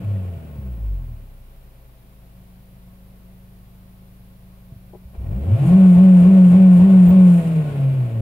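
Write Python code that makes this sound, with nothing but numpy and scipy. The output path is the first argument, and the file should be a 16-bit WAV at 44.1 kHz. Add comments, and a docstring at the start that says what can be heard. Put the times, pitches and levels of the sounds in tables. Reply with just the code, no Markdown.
"""A booming four-cylinder engine sinks to idle, heard from the driver's seat. The pedal clacks,
the engine races up, bounces six times off a soft rev limiter, then winds down.
The firing tone booms in the cabin's standing waves and exhaust tones sweep through its panels;
each firing puffs out roar, and clatter that comes muffled through the bulkhead."""
import sys
import numpy as np
from scipy import signal
from scipy.fft import rfft, irfft, next_fast_len
from scipy.io import wavfile
from scipy.ndimage import uniform_filter1d

SR = 44100
rng = np.random.default_rng(int(sys.argv[2]) if len(sys.argv) > 2 else 0)


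def digitize_waveform(pressure):
    """Quantize a signal to 16-bit integers and store it at the path in sys.argv[1].

    Rows of a 2-D input are taken as channels; values are limited to [-1, 1].
    """
    field = np.atleast_2d(pressure).T
    bounded = np.clip(field, -1, 1)
    quanta = np.round(bounded * 32767).astype(np.int16)
    wavfile.write(sys.argv[1], SR, quanta)


N = 362061
TIME = np.arange(N) / SR
FFT_SIZE = next_fast_len(N + SR // 10, True)
BINS_HZ = np.fft.rfftfreq(FFT_SIZE, 1 / SR)


# engine speed: sinking to idle, pedal down, at each fuel cut, pedal up (time [s], firing rate [Hz])
RUN_DOWN = [(0, 102.4), (.1, 100), (.4, 79.83), (.6, 69.13), (.8, 54.15), (1, 43.93), (1.3, 31.3),
            (1.6, 29.6), (2.05, 26.4)]
RUN_UP = [(5.139, 26.4), (5.2, 31.92), (5.3, 47.02), (5.4, 70), (5.5, 108), (5.675, 171.8)]
FUEL_CUTS = [(5.755, 192.6), (6.014, 190.3), (6.284, 193.7), (6.564, 191.6), (6.847, 195.5), (7.127, 189.7)]
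WIND_DOWN = [(7.3, 175.4), (7.5, 159.2), (7.8, 136.7), (8.21, 107.7)]

def firing_rate(resume_hz=174.8, surge_s=.066):
    """Engine speed in Hz; after a cut it sags until fuel returns and it surges to the next cut."""
    resumes = [(s - surge_s, resume_hz) for s, _ in FUEL_CUTS[1:]]
    points = sorted(tuple(row) for row in [*RUN_DOWN, *RUN_UP, *FUEL_CUTS, *resumes, *WIND_DOWN])
    return lookup(points, TIME)


# extra shake under full fuel (firing rate [Hz], gain [dB])
BOOM_PULL = [(50, -2.5), (75, 13), (120, 4), (175, -0.5)]
# cabin standing waves (frequency [Hz], width [Hz], gain [dB], polarity at the seat [+/-1])
AIR_MODES = [(50.46, 20.9, -24, 1.0), (53.66, 8.1, -19, -1.0), (65, 5.8, -27.5, -1.0),
             (91.5, 9.4, -22.7, 1.0), (103.1, 6.7, -19, -1.0), (113.9, 15, -13.5, 1.0),
             (123.73, 9.1, -12.5, 1.0), (132.27, 28.1, -6, -1.0), (133.7, 8, -5, 1.0),
             (146, 18.8, -13.5, 1.0), (161.5, 12, -9.5, -1.0), (162.96, 7.1, -5.5, 1.0),
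             (173.5, 6.9, -9.5, 1.0), (186.4, 13.3, -6.5, -1.0)]

def boom(cycles, hz, fuel, flutter_db=.67, left_db=.5, lead_cycles=.026):
    """The firing tone sweeps the cabin's standing waves, which swell, ring on and beat against it."""
    idle_db = np.interp(hz, [26, 31], [-14, 0])
    drive_db = fuel * lookup(BOOM_PULL, hz) + idle_db + flutter_db * (1 + fuel) * wander(35)
    drive = amp(drive_db) * np.exp(2j * np.pi * cycles)
    air = np.zeros(N, complex)
    for mode_hz, width_hz, db, polarity in AIR_MODES:
        decay = np.exp(-np.pi * width_hz / SR)
        pole = decay * np.exp(2j * np.pi * mode_hz / SR)
        air += polarity * amp(db) * signal.lfilter([1 - decay], [1, -pole], drive)
    left = air * np.exp(2j * np.pi * lead_cycles)
    return np.sqrt(2) * np.array([left.real, air.real]) * pan(left_db / 2)


# octave through the cabin (frequency [Hz], level [dB])
OCTAVE_COLOUR = [(53, -49), (66, -51.5), (76, -38.5), (93, -36), (112, -40.5), (135, -39.5), (155, -44),
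                 (175, -41.5), (190, -34.5), (205, -48), (220, -37), (245, -45), (350, -40.5), (385, -33)]
# change under full fuel (firing rate [Hz], gain [dB])
OCTAVE_PULL = [(58, 12), (80, -2), (105, 12), (138, -8), (164, 13.5), (178, -2)]

def octave(cycles, hz, fuel, left_db=2, lead_cycles=.021):
    """The firing tone's octave, stronger under fuel at most speeds."""
    level_db = log_lookup(OCTAVE_COLOUR, 2 * hz) + fuel * lookup(OCTAVE_PULL, hz) + .5 * wander(7)
    stereo_cycles = cycles + np.array([[lead_cycles], [0]])
    return tone(2 * stereo_cycles, level_db) * pan(left_db / 2)


def drone(cycles, hz, labour, modes_db=-38, labour_db=-38, panel_db=-34.5):
    """The third order rings two air modes and a panel on the left, and grows as the engine labours."""
    modes = sum(resonance(3 * hz, mode_hz, width_hz=30) for mode_hz in (120, 192))
    air = np.interp(hz, [28, 38], [0, 1]) * modes * amp(modes_db)
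    panel = amp(panel_db) * resonance(3 * hz, 553, width_hz=45) * pan(3)
    return (air + labour * amp(labour_db) + panel) * tone(3 * cycles, 2 * wander(20))


# prominent exhaust tones (order [x firing rate], gain [dB])
STRONG_ORDERS = [(.75, 6.5), (1.5, -0.5), (3.5, 0), (3.75, 3.5), (4, 5), (4.5, 0), (5, 8), (5.75, 7),
                 (6, 2.5), (8, -0.5), (10.25, 4)]
# exhaust path into the cabin (frequency [Hz], gain [dB])
EXHAUST_COLOUR = [(20, -14.5), (60, -3), (110, 6), (230, 1), (330, -4.5), (450, -6), (620, 1), (780, -6.5),
                  (1100, -15), (1500, -24), (2200, -21.5)]

def exhaust(cycles, hz, waver=.38, half_order_db=2, gain_db=3):
    """Unequal cylinders give tones at quarters of the firing rate, which sweep through the panels."""
    strong_db = {round(4 * order): db for order, db in STRONG_ORDERS}
    lines = np.zeros(N, complex)
    for quarter in range(1, 36):
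        if quarter not in (4, 8):  # played by boom and octave
            db = strong_db.get(quarter, 0) + half_order_db * (quarter % 2 == 0)
            size = amp(db) * (1 + waver * wander(18))
            lines += size * np.exp(2j * np.pi * (quarter * cycles / 4 + rng.random()))
    running = np.interp(hz, [28, 42], [.1, 1])
    return spread(np.array([lines.real, lines.imag]), cabin(EXHAUST_COLOUR)) * running * amp(gain_db)


# coasting tones (order [x firing rate], level re roar [dB])
COAST_ORDERS = [(1.5, -11), (2.5, -16), (3, -8.5), (3.75, -14), (4, -13)]

def overrun(cycles, coasting, roar_db):
    """With the fuel off, a few orders sing out as they fall."""
    lines = sum(tone(order * cycles + .031 * wander(20), roar_db + db + 3 * wander(7))
                for order, db in COAST_ORDERS)
    return coasting * lines * pan(-.5)


# noise spectra in the cabin (frequency [Hz], relative density [dB])
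ROAR_COLOUR = [(20, -11), (60, 3), (110, 2.5), (230, 3.5), (300, -3.5), (450, -7), (620, -5), (780, -6.5),
               (1100, -13), (1400, -17.5), (2200, -50)]
CLATTER_COLOUR = [(500, -31), (1000, -10), (1400, 2.5), (1900, -2.5), (2400, 1.5), (2900, -2), (3800, -9.5),
                  (4900, -16.5), (6000, -24.5), (9000, -41)]
FIZZ_COLOUR = [(3500, -17), (5800, -10), (6600, -6), (7000, 0), (7400, -4.5), (8000, 0), (9400, -1.5),
               (10300, -0.5), (11500, -3), (13300, -7.5), (15500, -15.5)]

def firing_noise(cycles, hz, labour, roar_db, clatter_db, trim_hz=170.5, trim_width_hz=8.3, trim_db=-56):
    """Each firing puffs roar, clatter and fizz; loose trim fizzes as the rate passes its resonance."""
    depth = .089 + .29 * labour  # puffs stand apart under load at low revs
    beat = depth * np.cos(2 * np.pi * cycles) + .021 * np.cos(np.pi * cycles / 2)
    puffs = evened(np.exp(beat + .096 * wander(54)))
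    roar = spread(white() * puffs, cabin(ROAR_COLOUR)) * amp(roar_db + 1)
    clatter = spread(white() * puffs, cabin(CLATTER_COLOUR)) * amp(clatter_db - .02)
    trim = amp(trim_db) / np.hypot(1, 2 * (hz - trim_hz) / trim_width_hz)
    fizz = spread(white() * puffs, cabin(FIZZ_COLOUR)) * (trim + amp(clatter_db - 13))
    return roar + clatter + fizz


# exhaust shake (frequency [Hz], relative density [dB])
BURBLE_COLOUR = [(18, -15), (35, -12), (60, -3.5), (100, -3.5), (140, 1), (230, -11), (400, -13),
                 (900, -24), (2000, -56.5)]

def burble(fuel, hz, full_db=-27):
    """Uneven burning shakes the exhaust when the engine pulls, most of all on the limiter."""
    strength = fuel * np.interp(hz, [30, 160, 180], [.25, .5, 1])
    return spread(white(), amp(log_lookup(BURBLE_COLOUR, BINS_HZ))) * strength * amp(full_db)


# idle tones (order [x firing rate], level [dB])
IDLE_ORDERS = [(4, -54), (6, -74), (7, -50.5), (9, -92)]

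def idle_hum(cycles, hz, build_s=.37):
    """At idle, a low hum builds up in the cabin air."""
    idling = np.interp(hz, [26.6, 28.6], [1, 0])
    decay = np.exp(-1 / (build_s * SR))
    settled = idling * signal.lfilter([1 - decay], [1, -decay], idling)
    hum = sum(tone(order * cycles + rng.random(), db + .5 * wander(3.2)) for order, db in IDLE_ORDERS)
    return settled * hum


# exhaust and footwell thuds (time [s], level [dB], pitch [Hz], t60 [s])
THUDS = [(0.251, -20, 380, 0.016), (0.368, -21, 128, 0.073), (0.583, -21, 103, 0.098),
         (4.721, -22, 120.2, 0.065), (4.761, -23.5, 104.4, 0.04), (5.051, -29, 61.5, 0.25),
         (5.18, -19, 59.5, 0.22)]
# pedal clacks (time [s], level [dB])
CLACKS = [(4.905, -53), (4.933, -34.5), (4.948, -35), (5.149, -45)]
# pedal ring (frequency [Hz], relative level [dB], t60 [s])
PEDAL_MODES = [(375, 11, 0.067), (442.5, 5, 0.059), (594, 8.5, 0.04), (686.5, -6, 0.098), (830, 4.5, 0.048),
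               (990, -7, 0.066)]

def knocks(attack_s=.0027, scuff_s=.0018):
    """Dull thuds, and the pedal ringing in the footwell on the left."""
    thuds, clacks = np.zeros((2, N))
    t = np.arange(SR // 3) / SR
    onset = 1 - np.exp(-t / attack_s)
    for start_s, db, hz, t60 in THUDS:
        add(thuds, start_s, onset * amp(db - 60 * t / t60) * np.sin(2 * np.pi * hz * t))
    for start_s, db in CLACKS:
        ring = sum(amp(mode_db - 60 * t / t60) * np.sin(2 * np.pi * (hz * t + rng.random()))
                   for hz, mode_db, t60 in PEDAL_MODES)
        scuff = .21 * rng.standard_normal(len(t)) * np.exp(-t / scuff_s)
        clack = onset * (ring + scuff)
        add(clacks, start_s, amp(db) * clack / abs(clack).max())
    return thuds + clacks * pan(3)


# speeds of belt-driven parts (order [x firing rate])
BELT_ORDERS = [8, 10.2]

def belt(cycles, hz, panel_hz=1450, width_hz=170, level_db=-57):
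    """The belt drive whirrs as it sweeps through one panel's resonance."""
    whirr = np.zeros((2, N))
    for order in BELT_ORDERS:
        ring = resonance(order * hz, panel_hz, width_hz)
        for channel in whirr:
            channel += ring * tone(order * cycles + .11 * wander(30), level_db + 2 * wander(20))
    return whirr


def fan(pitch_hz=127.2, level_db=-55):
    """A fan's wavering hum."""
    return tone(pitch_hz * TIME + .13 * wander(5), level_db + 3 * wander(21))


# thin squeak (time [s], length [s], pitch [Hz], width [Hz])
SQUEAK = (7.076, .036, 15100, 220)

def squeak(left_db=-42, right_db=-37):
    """One brief, unsteady chirp at the top of hearing."""
    start_s, length_s, pitch_hz, width_hz = SQUEAK
    swell = np.sin(np.pi * np.clip((TIME - start_s) / length_s, 0, 1))
    return swell * np.array([tone(np.cumsum(pitch_hz + width_hz / 2 * wander(200)) / SR, db)
                             for db in (left_db, right_db)])


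def whine(hz, pitch_hz=15625, base_db=-70):
    """A faint, very high whine that shows at low revs."""
    level_db = base_db + np.interp(hz, [27, 40, 70, 100], [-14, 1, 7, -16])
    return tone(pitch_hz * TIME + .15 * wander(25), level_db)


# noise floor (frequency [Hz], relative density [dB])
HISS_COLOUR = [(100, 5), (1000, 5.5), (2500, 2), (4000, -0.5), (6000, -6.5), (8000, -8), (10000, -0.5),
               (13000, 2.5), (15600, 1.5)]

def hiss(level_db=-61):
    """Faint, steady hiss."""
    return spread(white(), amp(log_lookup(HISS_COLOUR, BINS_HZ))) * amp(level_db)


# air and panel resonances (frequency [Hz], width [Hz], lift [dB])
PANELS = [(113, 19, 6.5), (180.3, 17, 12), (406, 140, 5.5), (542.5, 22, 11), (664.6, 21, 9.5), (840, 13, 1),
          (1090.5, 32, 10), (1475, 7.4, 10), (1872, 39, 8), (2360, 11, 5.5), (8750, 40, 11), (9940, 33, 5)]

def cabin(colour):
    """Gain per bin: a broad colour with the cabin's resonances on top."""
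    lift_db = sum(db * resonance(BINS_HZ, hz, width_hz) for hz, width_hz, db in PANELS)
    return amp(log_lookup(colour, BINS_HZ) + lift_db)


# left-right likeness (frequency [Hz], coherence [0..1])
COHERENCE = [(100, 0.99), (250, 0.76), (550, 0.7), (1100, .2), (2200, 0.25), (5000, 0.074), (12000, 0.12)]
# balance (frequency [Hz], left minus right [dB])
BALANCE = [(100, -0.5), (300, 1.5), (550, 2), (1000, 2.5), (2000, 1), (4000, 0.5), (8000, 2), (12000, -3)]

def spread(pair, gain, right_delay_s=.00039):
    """Colours two unrelated signals into a unit-level field: bass alike, treble diffuse, left first."""
    a, b = rfft(pair, FFT_SIZE)
    coherence = log_lookup(COHERENCE, BINS_HZ)
    mid, side = a * np.sqrt(1 + coherence), b * np.sqrt(1 - coherence)
    lean = amp(log_lookup(BALANCE, BINS_HZ) / 2)
    delay_s = right_delay_s * np.interp(BINS_HZ, [600, 1500], [0, 1])
    left = (mid + side) * lean
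    right = (mid - side) * np.exp(-2j * np.pi * BINS_HZ * delay_s) / lean
    field = irfft(np.array([left, right]) * gain, FFT_SIZE)[:, :N]
    return field / np.std(field.mean(0))


def wander(rate_hz, hop=64):
    """Smooth random drift, about unit RMS."""
    coarse = rng.standard_normal(N // hop + 2)
    hz = np.fft.rfftfreq(len(coarse), hop / SR)
    slow = irfft(rfft(coarse) / (1 + (hz / rate_hz) ** 4), len(coarse))
    return np.interp(np.arange(N) / hop, np.arange(len(coarse)), evened(slow))


def lookup(rows, x, column=1):
    columns = np.transpose(rows)
    return np.interp(x, columns[0], columns[column])


def log_lookup(rows, hz):
    points_hz, values = np.transpose(rows)
    return np.interp(np.log(hz + 1), np.log(points_hz + 1), values)


def resonance(hz, centre_hz, width_hz):
    return 1 / (1 + (2 * (hz - centre_hz) / width_hz) ** 2)


def tone(cycles, rms_db):
    return np.sqrt(2) * amp(rms_db) * np.sin(2 * np.pi * cycles)


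def white():
    return rng.standard_normal((2, N))


def amp(db):
    return 10 ** (np.asarray(db) / 20)


def pan(db):
    return amp([[db], [-db]])


def evened(x):
    return x / np.sqrt(np.mean(x ** 2) + 1e-20)


def add(mix, start_s, sound):
    part = mix[max(round(start_s * SR), 0):][:len(sound)]
    part += sound[:len(part)]


# base levels (firing rate [Hz], combustion roar [dB], valve and chain clatter [dB], full-fuel lift [dB])
LOUDNESS = [(26.4, -57, -76.5, 42), (29.8, -56, -72, 9), (42, -51, -68.5, 7.5), (68, -48, -63.5, 3.5),
            (100, -43, -58, 3), (136.7, -37.5, -51, 1), (170, -34, -47.5, 0), (185, -31.5, -47.5, 1.5)]

def scene(full_fuel_hz_per_s=230):
    """Speed sets the engine's pitches and levels; rising speed means fuel, falling speed coasting."""
    hz = firing_rate()
    cycles = np.cumsum(hz) / SR
    climb_hz_per_s = np.gradient(hz) * SR
    fuel = uniform_filter1d(np.clip(climb_hz_per_s / full_fuel_hz_per_s, 0, 1), size=1200)
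    labour = fuel * np.interp(hz, [60, 150], [1, 0])
    falling = uniform_filter1d(1. * (climb_hz_per_s < 0), size=1200)
    coasting = falling * np.interp(hz, [50, 110, 155, 180], [0, 1, 1, .45])
    lift_db = fuel * lookup(LOUDNESS, hz, column=3)
    roar_db = lookup(LOUDNESS, hz) + lift_db
    clatter_db = lookup(LOUDNESS, hz, column=2) + lift_db
    mix = boom(cycles, hz, fuel) + octave(cycles, hz, fuel)
    mix += idle_hum(cycles, hz) + fan() + drone(cycles, hz, labour)
    mix += exhaust(cycles, hz) * amp(roar_db - 3 * coasting)
    mix += overrun(cycles, coasting, roar_db) + belt(cycles, hz)
    mix += firing_noise(cycles, hz, labour, roar_db - .3 * coasting, clatter_db) + burble(fuel, hz)
    return mix + hiss() + knocks() + squeak() + whine(hz)


def record(dry, ceiling_db=-7, cutoff_hz=15780):
    """A level limiter holds the boom at its ceiling; then soft ends and a steep low-pass."""
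    power_db = 10 * np.log10(abs(uniform_filter1d((dry ** 2).mean(0), size=720)) + 1e-12)
    reduction_db = uniform_filter1d(np.maximum(power_db - ceiling_db, 0), size=400)
    faded = dry / amp(reduction_db) * signal.windows.tukey(N, .001)
    lowpass = signal.firwin(1023, cutoff_hz, window=("kaiser", 9), fs=SR)
    return signal.oaconvolve(faded, lowpass[None], "same")


dry = scene()
out = record(dry)
digitize_waveform(out)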